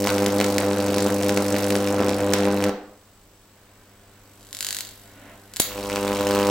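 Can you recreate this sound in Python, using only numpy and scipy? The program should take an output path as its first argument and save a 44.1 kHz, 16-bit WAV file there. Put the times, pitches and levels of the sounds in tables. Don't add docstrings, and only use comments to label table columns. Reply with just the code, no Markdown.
import sys
import numpy as np
from scipy import signal
from scipy.fft import rfft, irfft
from scipy.io import wavfile

SR = 44100
rng = np.random.default_rng(int(sys.argv[2]) if len(sys.argv) > 2 else 0)


def write(x):
    x = np.atleast_2d(x).T
    wavfile.write(sys.argv[1], SR, np.round(np.clip(x, -1, 1) * 32767).astype(np.int16))


N = 286650
T = np.arange(N) / SR
MAINS_HZ, STRIKE_S = 49.96, 5.6002
HALF_CYCLE_S = .5 / MAINS_HZ

# frequency_hz, relative_db
AIR_SPECTRUM = [(15, -39), (25, 8), (102, -5.5), (152, -7), (194, -6), (449, -8.5), (500, -9), (587, -10),
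                (1120, -11), (1680, -16.5), (7830, -21), (13800, -36.5), (15800, -18.5)]
# pitch_hz, relative_db
CORE_HARMONICS = [(99.92, -60), (199.84, -67), (299.76, -68.5), (399.68, -68), (499.6, -70)]
# time_s, gain_db
GAIN_RECOVERY = [(3.1, -3), (4.7, 3.5)]
# pitch_hz, half_width_hz, level_db
WHISTLE_BANDS = [(7770, 110, -69), (15400, 320, -69)]

# time_s, relative_db
RUSTLE_ENVELOPE = [(3.3, -69), (3.65, -59.5), (4.98, -57), (5.3, -45), (5.4, -60), (5.5, -53)]
CORONA_ENVELOPE = [(3.3, -62), (4.1, -60.5), (4.45, -54.5), (4.98, -49.5), (5.15, -55.5), (5.5, -55)]
SIZZLE_ENVELOPE = [(0.1, -34.5), (.6, -36.5), (.74, -41), (.86, -37.5), (1.06, -34.5), (1.18, -38.5),
                   (1.7, -36), (1.84, -40), (2.2, -41.5), (2.68, -42.5)]
# frequency_hz, relative_db
RUSTLE_SPECTRUM = [(71, -48), (120, -3), (302, 1.5), (340, -11), (382, -2), (424, -5), (585, 0), (1200, -6),
                   (1590, -2.5), (4000, -15.5), (5200, -54), (8800, -120)]
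CORONA_SPECTRUM = [(1470, -8), (2500, -39), (2790, -4), (5040, -3), (6070, -5), (7710, 0.5), (9950, -4),
                   (12000, -1.5), (14200, -5), (15800, -9)]
SPARK_SPECTRUM = [(300, -14), (900, -7.5), (1700, -1), (2500, -4), (3200, 3), (4600, 5.5), (5700, -1.5),
                  (7200, 8), (8500, 0.5), (10000, -0.5), (11400, 1), (13000, -2.5), (15500, -4)]
VOLLEY_SPECTRUM = [(300, -10.5), (2500, -2.5), (7000, 6), (11000, 4.5), (15000, 1.5)]
THUMP_SPECTRUM = [(25, -6), (90, 0.5), (400, 2.5), (900, -5), (2500, -19), (9000, -17)]
# start_s, spark_count, strength_db, change_per_spark_db
SPARK_RUNS = [(4.4094, 6, -27, 0.6), (4.529, 4, -7, -0.7), (4.6075, 11, 0, -0.28), (4.8505, 4, -13.5, -2),
              (5.5376, 1, -13, -2), (5.5617, 1, -5, 0), (5.5683, 1, -3, 0), (5.5982, 1, 4, 0),
              (5.6198, 1, 1, 0)]

# time_s, strength_db
LOUD_CRACKS = [(0.0727, 0.5), (0.103, -2.5), (0.1824, -4.5), (0.2626, 0), (0.4018, -2), (0.4127, -1),
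               (0.444, -3), (0.5826, 2.5), (0.9433, -5.5), (0.9834, -3), (1.2331, -4.5), (1.294, 0),
               (1.3745, -0.5), (1.7054, -2), (1.7544, -2), (1.8742, -5), (2.0938, -3.5), (2.3357, 8.5),
               (2.4538, -8), (2.6405, -1.5), (5.8996, -7.5), (5.9595, -3), (6.2701, -5.5), (6.47, -5)]
# frequency_hz, relative_db
CRACK_SPECTRUM = [(100, -5), (600, 5), (1700, 8.5), (3000, 6), (4500, 3.5), (5500, 3.5), (8000, -3),
                  (11000, -7.5), (15500, -17.5)]
SHOCK_SPECTRUM = [(600, -25), (2500, 2.5), (6500, 9.5), (9000, 0.5), (15500, 2.5)]
# frequency_hz, relative_db
SIZZLE_SPECTRUM = [(1000, -33), (3000, -8.5), (5000, -3.5), (7800, -3.5), (9500, -6), (12000, -10.5),
                   (15500, -10.5)]
FLUTTER_SPECTRUM = [(30, -17), (100, -10.5), (170, -8), (210, -2), (255, 0), (330, -3.5), (420, 1),
                    (500, 2), (660, -6), (810, -3), (1000, -11.5), (1500, -11.5), (2500, -28.5),
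                    (6000, -48)]
# frequency_hz, relative_db
LONG_TICK = [(200, -59), (800, 2.5), (1500, -4), (2500, -4.5), (4000, -7.5), (8000, -19.5), (15000, -50)]
SHORT_TICK = [(200, -7.5), (1300, 3), (1800, -3), (2650, 1), (3300, -1), (5000, -8), (8500, -12.5),
              (10500, -20), (15000, -15)]
LONG_PULSE = [(40, -30), (100, -5.5), (200, -3), (300, -0.5), (400, -6.5), (500, 1.5), (600, -7),
              (700, -19), (800, -14), (900, -20.5), (1000, -16.5), (1300, -29), (2500, -32), (5000, -57)]
SHORT_PULSE = [(40, -33), (100, -10), (200, -4), (300, -1.5), (400, -2.5), (500, 3), (600, -3), (700, -22),
               (800, -8.5), (900, -9.5), (1000, -7.5), (1300, -18.5), (2500, -29.5), (5000, -65)]
# time_s, puff_db
FOLDS = [(.08, 10), (.25, 0), (0.418, 9), (.59, 3), (.68, -1), (.9, 4), (1.07, 0.5), (1.28, 4), (1.37, 3),
         (1.538, 7.5), (1.75, 0.5), (2.008, 7), (2.11, 7), (2.34, 1), (2.46, 2), (2.66, 3.5)]
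# grown_relative_db, length_exponent
GROWTH = [(-19.5, 0.94), (-33, 0.62), (-38, 0.47)]
# start_s, end_s
BURNS = [(.0021, 2.70), (5.6087, 6.5)]

# left_delay_s, right_delay_s, gain
ECHOES = [(.00049, .00039, .28), (.004, .00403, .26), (.011, .0112, .07)]
# frequency_hz, t60_s
ROOM_T60 = [(120, 0.47), (500, 0.64), (2000, 0.56), (5000, 0.45), (10000, 0.19), (16000, 0.59)]
# frequency_hz, left_minus_right_db
MIC_MISMATCH = [(100, 0), (600, .1), (1100, -.3), (2000, -2.2), (4000, -.5), (8000, 1.2), (10500, 2.5),
                (13000, -.5)]


def undb(db):
    return 10 ** (np.asarray(db) / 20)


def unit(x):
    return x / np.sqrt(np.mean(x ** 2) + 1e-20)


def envelope(table, t):
    return undb(np.interp(t, *np.transpose(table)))


def at_frequency(table, hz):
    f, value = np.transpose(table)
    return np.interp(np.log(hz + 1), np.log(f), value)


def response(spectrum, centred=False, size=2048):
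    gain = undb(at_frequency(spectrum, np.fft.rfftfreq(size, 1 / SR)))
    if centred:
        return np.fft.fftshift(irfft(gain))
    cepstrum = irfft(np.log(gain))
    cepstrum[1:size // 2] *= 2
    cepstrum[size // 2 + 1:] = 0
    return irfft(np.exp(rfft(cepstrum)))


def convolve(x, h):
    return signal.oaconvolve(x, h)[:N]


def colour(x, spectrum, centred=False):
    h = response(spectrum, centred)
    return signal.oaconvolve(x, h / np.linalg.norm(h), "same" if centred else "full")[:N]


def clicks(times, sizes):
    return np.bincount(np.clip(np.round(times * SR).astype(int), 0, N), sizes, N + 1)[:N]


def bursts(times, sizes, decay_s):
    fade = np.exp(-T[:SR // 20] / decay_s)
    power = convolve(clicks(times, sizes ** 2), fade / fade.sum())
    return np.sqrt(np.abs(power)) * rng.standard_normal(N)


def wander(steps, memory=.52):
    return unit(signal.lfilter([1], [1, -memory], steps))


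def crests(sharpness, crest_s):
    return unit(np.exp(sharpness * np.cos(2 * np.pi * MAINS_HZ * (T - crest_s))))


def diffuse(half_coherence_hz=2600, size=N):
    coherence = 1 / (1 + (np.fft.rfftfreq(size, 1 / SR) / half_coherence_hz) ** 2)
    weights = np.sqrt([1 + coherence, 1 - coherence]) / np.sqrt(2)
    mid, side = rfft(rng.standard_normal((2, size))) * weights
    return irfft(np.array([mid + side, mid - side]), size)


def direct_path(x, lag_s):
    lag = np.exp(-2j * np.pi * np.fft.rfftfreq(N, 1 / SR) * lag_s)
    return np.array([x, irfft(rfft(x) * lag, N)])


def near_echoes(x):
    left_s, right_s, gain = np.transpose(ECHOES)
    return np.array([convolve(x, clicks(s, gain)[:SR // 20]) for s in (left_s, right_s)])


def shelves(x, db=-11, first_s=.002, decay_s=.0035):
    t = T[:SR // 20]
    tails = diffuse(size=len(t)) * np.exp(-t / decay_s) * (t > first_s)
    return undb(db) * np.array([convolve(x, h / np.linalg.norm(h)) for h in tails])


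def room(x, build_s=.0071):
    hz, t, cells = signal.stft(diffuse(size=SR), SR, nperseg=256)
    decay = np.exp(-np.log(1000) * t / at_frequency(ROOM_T60, hz)[:, None])
    build = 1 - np.exp(-t / build_s)
    tails = signal.istft(cells * decay * build, SR)[1]
    return np.array([convolve(x, h / np.linalg.norm(h)) for h in tails])


def background(air_db=-55):
    air = undb(air_db) * np.array([colour(side, AIR_SPECTRUM) for side in diffuse()])
    core = sum(undb(db) * np.sqrt(2) * np.sin(2 * np.pi * (hz * T + rng.random()))
               for hz, db in CORE_HARMONICS)
    f = np.fft.rfftfreq(N, 1 / SR)
    whistle = sum(undb(db) * unit(irfft(rfft(diffuse()) / (1 + 2j * (f - hz) / half_width), N))
                  for hz, half_width, db in WHISTLE_BANDS)
    return air + core * envelope(GAIN_RECOVERY, T) + whistle


def corona_and_rod(corona_db=-4, rustle_db=-5):
    fizz = colour(crests(3, crest_s=.013) * rng.standard_normal(N), CORONA_SPECTRUM)
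    fizz *= undb(corona_db) * envelope(CORONA_ENVELOPE, T)
    rustle = colour(rng.standard_normal(N), RUSTLE_SPECTRUM)
    rustle *= undb(rustle_db) * envelope(RUSTLE_ENVELOPE, T)
    between_arcs = np.interp(T, [2.7, 2.9, 5.55, 5.6], [0, 1, 1, 0])
    return between_arcs * (fizz + rustle)


def discharges(rows, spectrum, gain_db, scatter_db=-12):
    t, strength_db = np.transpose(rows)
    sizes = undb(strength_db + gain_db)
    scatter = bursts(t + .00039, sizes * undb(scatter_db), decay_s=.00033)
    return colour(clicks(t, sizes) + scatter, spectrum)


def gap_sparks(spread_db=1.0, jitter_s=.00013):
    rows = []
    for start_s, count, db, change_db in SPARK_RUNS:
        k = np.arange(round(count))
        chance = rng.standard_normal((len(k), 2))
        late, harder = (chance - chance.mean(axis=0)).T
        rows += zip(start_s + k / MAINS_HZ + jitter_s * late, db + change_db * k + spread_db * harder)
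    return discharges(rows, SPARK_SPECTRUM, gain_db=-.5)


def flashover(rate_hz=3520, count=3, spark_db=14, rush_db=9, thump_db=9):
    k, start = np.arange(count), np.array([STRIKE_S])
    volley = clicks(STRIKE_S + k / rate_hz, undb(spark_db) * .5 ** k)
    rush = bursts(start, undb([rush_db]), decay_s=.0004)
    thump = clicks(start, undb([thump_db]))
    return -colour(volley + rush, VOLLEY_SPECTRUM), -colour(thump, THUMP_SPECTRUM)


def loop_cracks(lesser_share=.05, lesser_db=-10, spread_db=2.5):
    t = np.arange(*BURNS[0], HALF_CYCLE_S)
    chance, size = rng.random((len(t), 2)).T
    lesser = np.column_stack([t, lesser_db + spread_db * (2 * size - 1)])[chance < lesser_share]
    return discharges([*LOUD_CRACKS, *lesser], CRACK_SPECTRUM, gain_db=1.5)


def shock_fronts(gain_db=-6.5, db_per_db=1.76):
    t, strength_db = np.transpose(LOUD_CRACKS)
    return colour(clicks(t, undb(gain_db + db_per_db * strength_db)), SHOCK_SPECTRUM)


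def throb(db=-47, peak_s=5.72, rise_s=.045, fade_s=.95):
    rise = np.clip((T - peak_s) / rise_s + 1, 0, 1)
    fade = np.exp(-np.maximum(T - peak_s, 0) / fade_s)
    return undb(db) * rise * fade * np.sqrt(2) * np.sin(2 * np.pi * MAINS_HZ * T)


def folding(t, hum_db=-21.5, flutter_db=-37, puff_s=.026, sag_s=.07):
    fold_s, puff_db = np.transpose(FOLDS)
    since = t[:, None] - fold_s
    boost_db = np.exp(-(since / puff_s) ** 2) @ puff_db
    sag_db = 1.3 * np.sum(since / sag_s * np.exp(-(since / sag_s) ** 2), axis=1)
    return undb(hum_db - sag_db), undb(flutter_db + boost_db), envelope(SIZZLE_ENVELOPE, t)


def growing(t, grow_s=.87):
    length = np.clip((t - STRIKE_S) / grow_s, 0, 1)
    return [undb(db) * length ** exponent for db, exponent in GROWTH]


def arc_hum(t, drive, spectrum, gain_db, standing_share=.35, hold_s=.06, reflection_s=.0038):
    keep = np.exp(-HALF_CYCLE_S / hold_s)
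    held = signal.lfilter([1 - keep], [1, -keep], drive)
    sizes = drive + standing_share * (held - drive)
    pulses = -undb(gain_db) * colour(clicks(t, sizes), spectrum, centred=True)
    spread = np.exp(-.8j * np.sin(2 * np.pi * np.fft.rfftfreq(2 * N, 1 / SR) * reflection_s))
    return irfft(rfft(pulses, 2 * N) * spread)[:N]


def arc(burn, gains, pulse, tick, hum_db, flutter_db, tick_db, spit_db, hiss_db,
        asymmetry, jitter_s, tick_spread_db, spit_spread_db):
    start_s, end_s = burn
    t = np.arange(start_s, N / SR, HALF_CYCLE_S)
    polarity = (-1) ** np.arange(len(t))
    pulse_scale = np.sqrt(SR * HALF_CYCLE_S)
    drive, writhe, sizzle = np.array(gains(t)) * (t < end_s) * pulse_scale
    chance = np.clip(rng.standard_normal((len(t), 7)).T, -1.7, 1.7)
    pulse_late, pulse_size, tick_late, tick_size, spit_late, spit_size, hiss_size = chance
    hum = arc_hum(t, drive * (1 + asymmetry * polarity), pulse, hum_db)
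    uneven = clicks(t + jitter_s * pulse_late, writhe * wander(pulse_size))
    flutter = undb(flutter_db) * colour(uneven, FLUTTER_SPECTRUM, centred=True)
    tick_gain = writhe * undb(tick_db + tick_spread_db * tick_size)
    ticks = bursts(t + jitter_s * (tick_late - 1), tick_gain, decay_s=.00046)
    spit_s = t + np.where(polarity > 0, .0022, -.002) + .00027 * spit_late
    spit_gain = sizzle * undb(spit_db + 4 * polarity + spit_spread_db * wander(spit_size))
    spits = bursts(spit_s, spit_gain, decay_s=.00011)
    hiss_gain = np.interp(T, t, sizzle * undb(hiss_db + 2 * hiss_size), left=0) / pulse_scale
    snap_gain = sizzle * undb(-5.5 + 2.9 * polarity + spit_spread_db * tick_size)
    snaps = bursts(t - .00045, snap_gain, decay_s=.00007)
    hiss = crests(1.1, crest_s=start_s + .006) * hiss_gain * rng.standard_normal(N)
    return hum, flutter, colour(ticks, tick) + colour(spits + snaps + hiss, SIZZLE_SPECTRUM)


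def scene():
    long_arc = arc(BURNS[0], folding, LONG_PULSE, LONG_TICK,
                   hum_db=-1.06, flutter_db=4, tick_db=-4, spit_db=-4, hiss_db=-20.5,
                   asymmetry=.068, jitter_s=.00033, tick_spread_db=3.5, spit_spread_db=1)
    new_arc = arc(BURNS[1], growing, SHORT_PULSE, SHORT_TICK,
                  hum_db=-.05, flutter_db=-2, tick_db=.5, spit_db=-9.5, hiss_db=-4.5,
                  asymmetry=.047, jitter_s=.00006, tick_spread_db=3.6, spit_spread_db=2)
    hum, flutter, crackle = np.add(long_arc, new_arc)
    volley, thump = flashover()
    cracks, sparks, approach = loop_cracks(), gap_sparks(), corona_and_rod()
    overhead = crackle + cracks + shock_fronts()
    at_gap = volley + approach + sparks
    direct = direct_path(hum + flutter + thump + throb() + overhead, lag_s=7e-6)
    direct += direct_path(at_gap, lag_s=26e-6)
    early = near_echoes(overhead + at_gap) + shelves(overhead + at_gap)
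    arc_send = undb(-24) * hum + undb(-1) * flutter + undb(-4.5) * crackle + undb(-6) * cracks
    gap_send = undb(-4) * sparks + undb(-4.5) * volley + undb(1.5) * approach
    return direct + early + room(arc_send + gap_send) + background()


def record(dry, cutoff_hz=15900):
    tinted = [convolve(x, response([(hz, side * db / 2) for hz, db in MIC_MISMATCH]))
              for x, side in zip(dry, (1, -1))]
    low_pass = signal.ellip(10, .1, 80, cutoff_hz, fs=SR, output="sos")
    return signal.sosfilt(low_pass, np.clip(tinted, -1, 1))


dry = scene()
out = record(dry)
write(out)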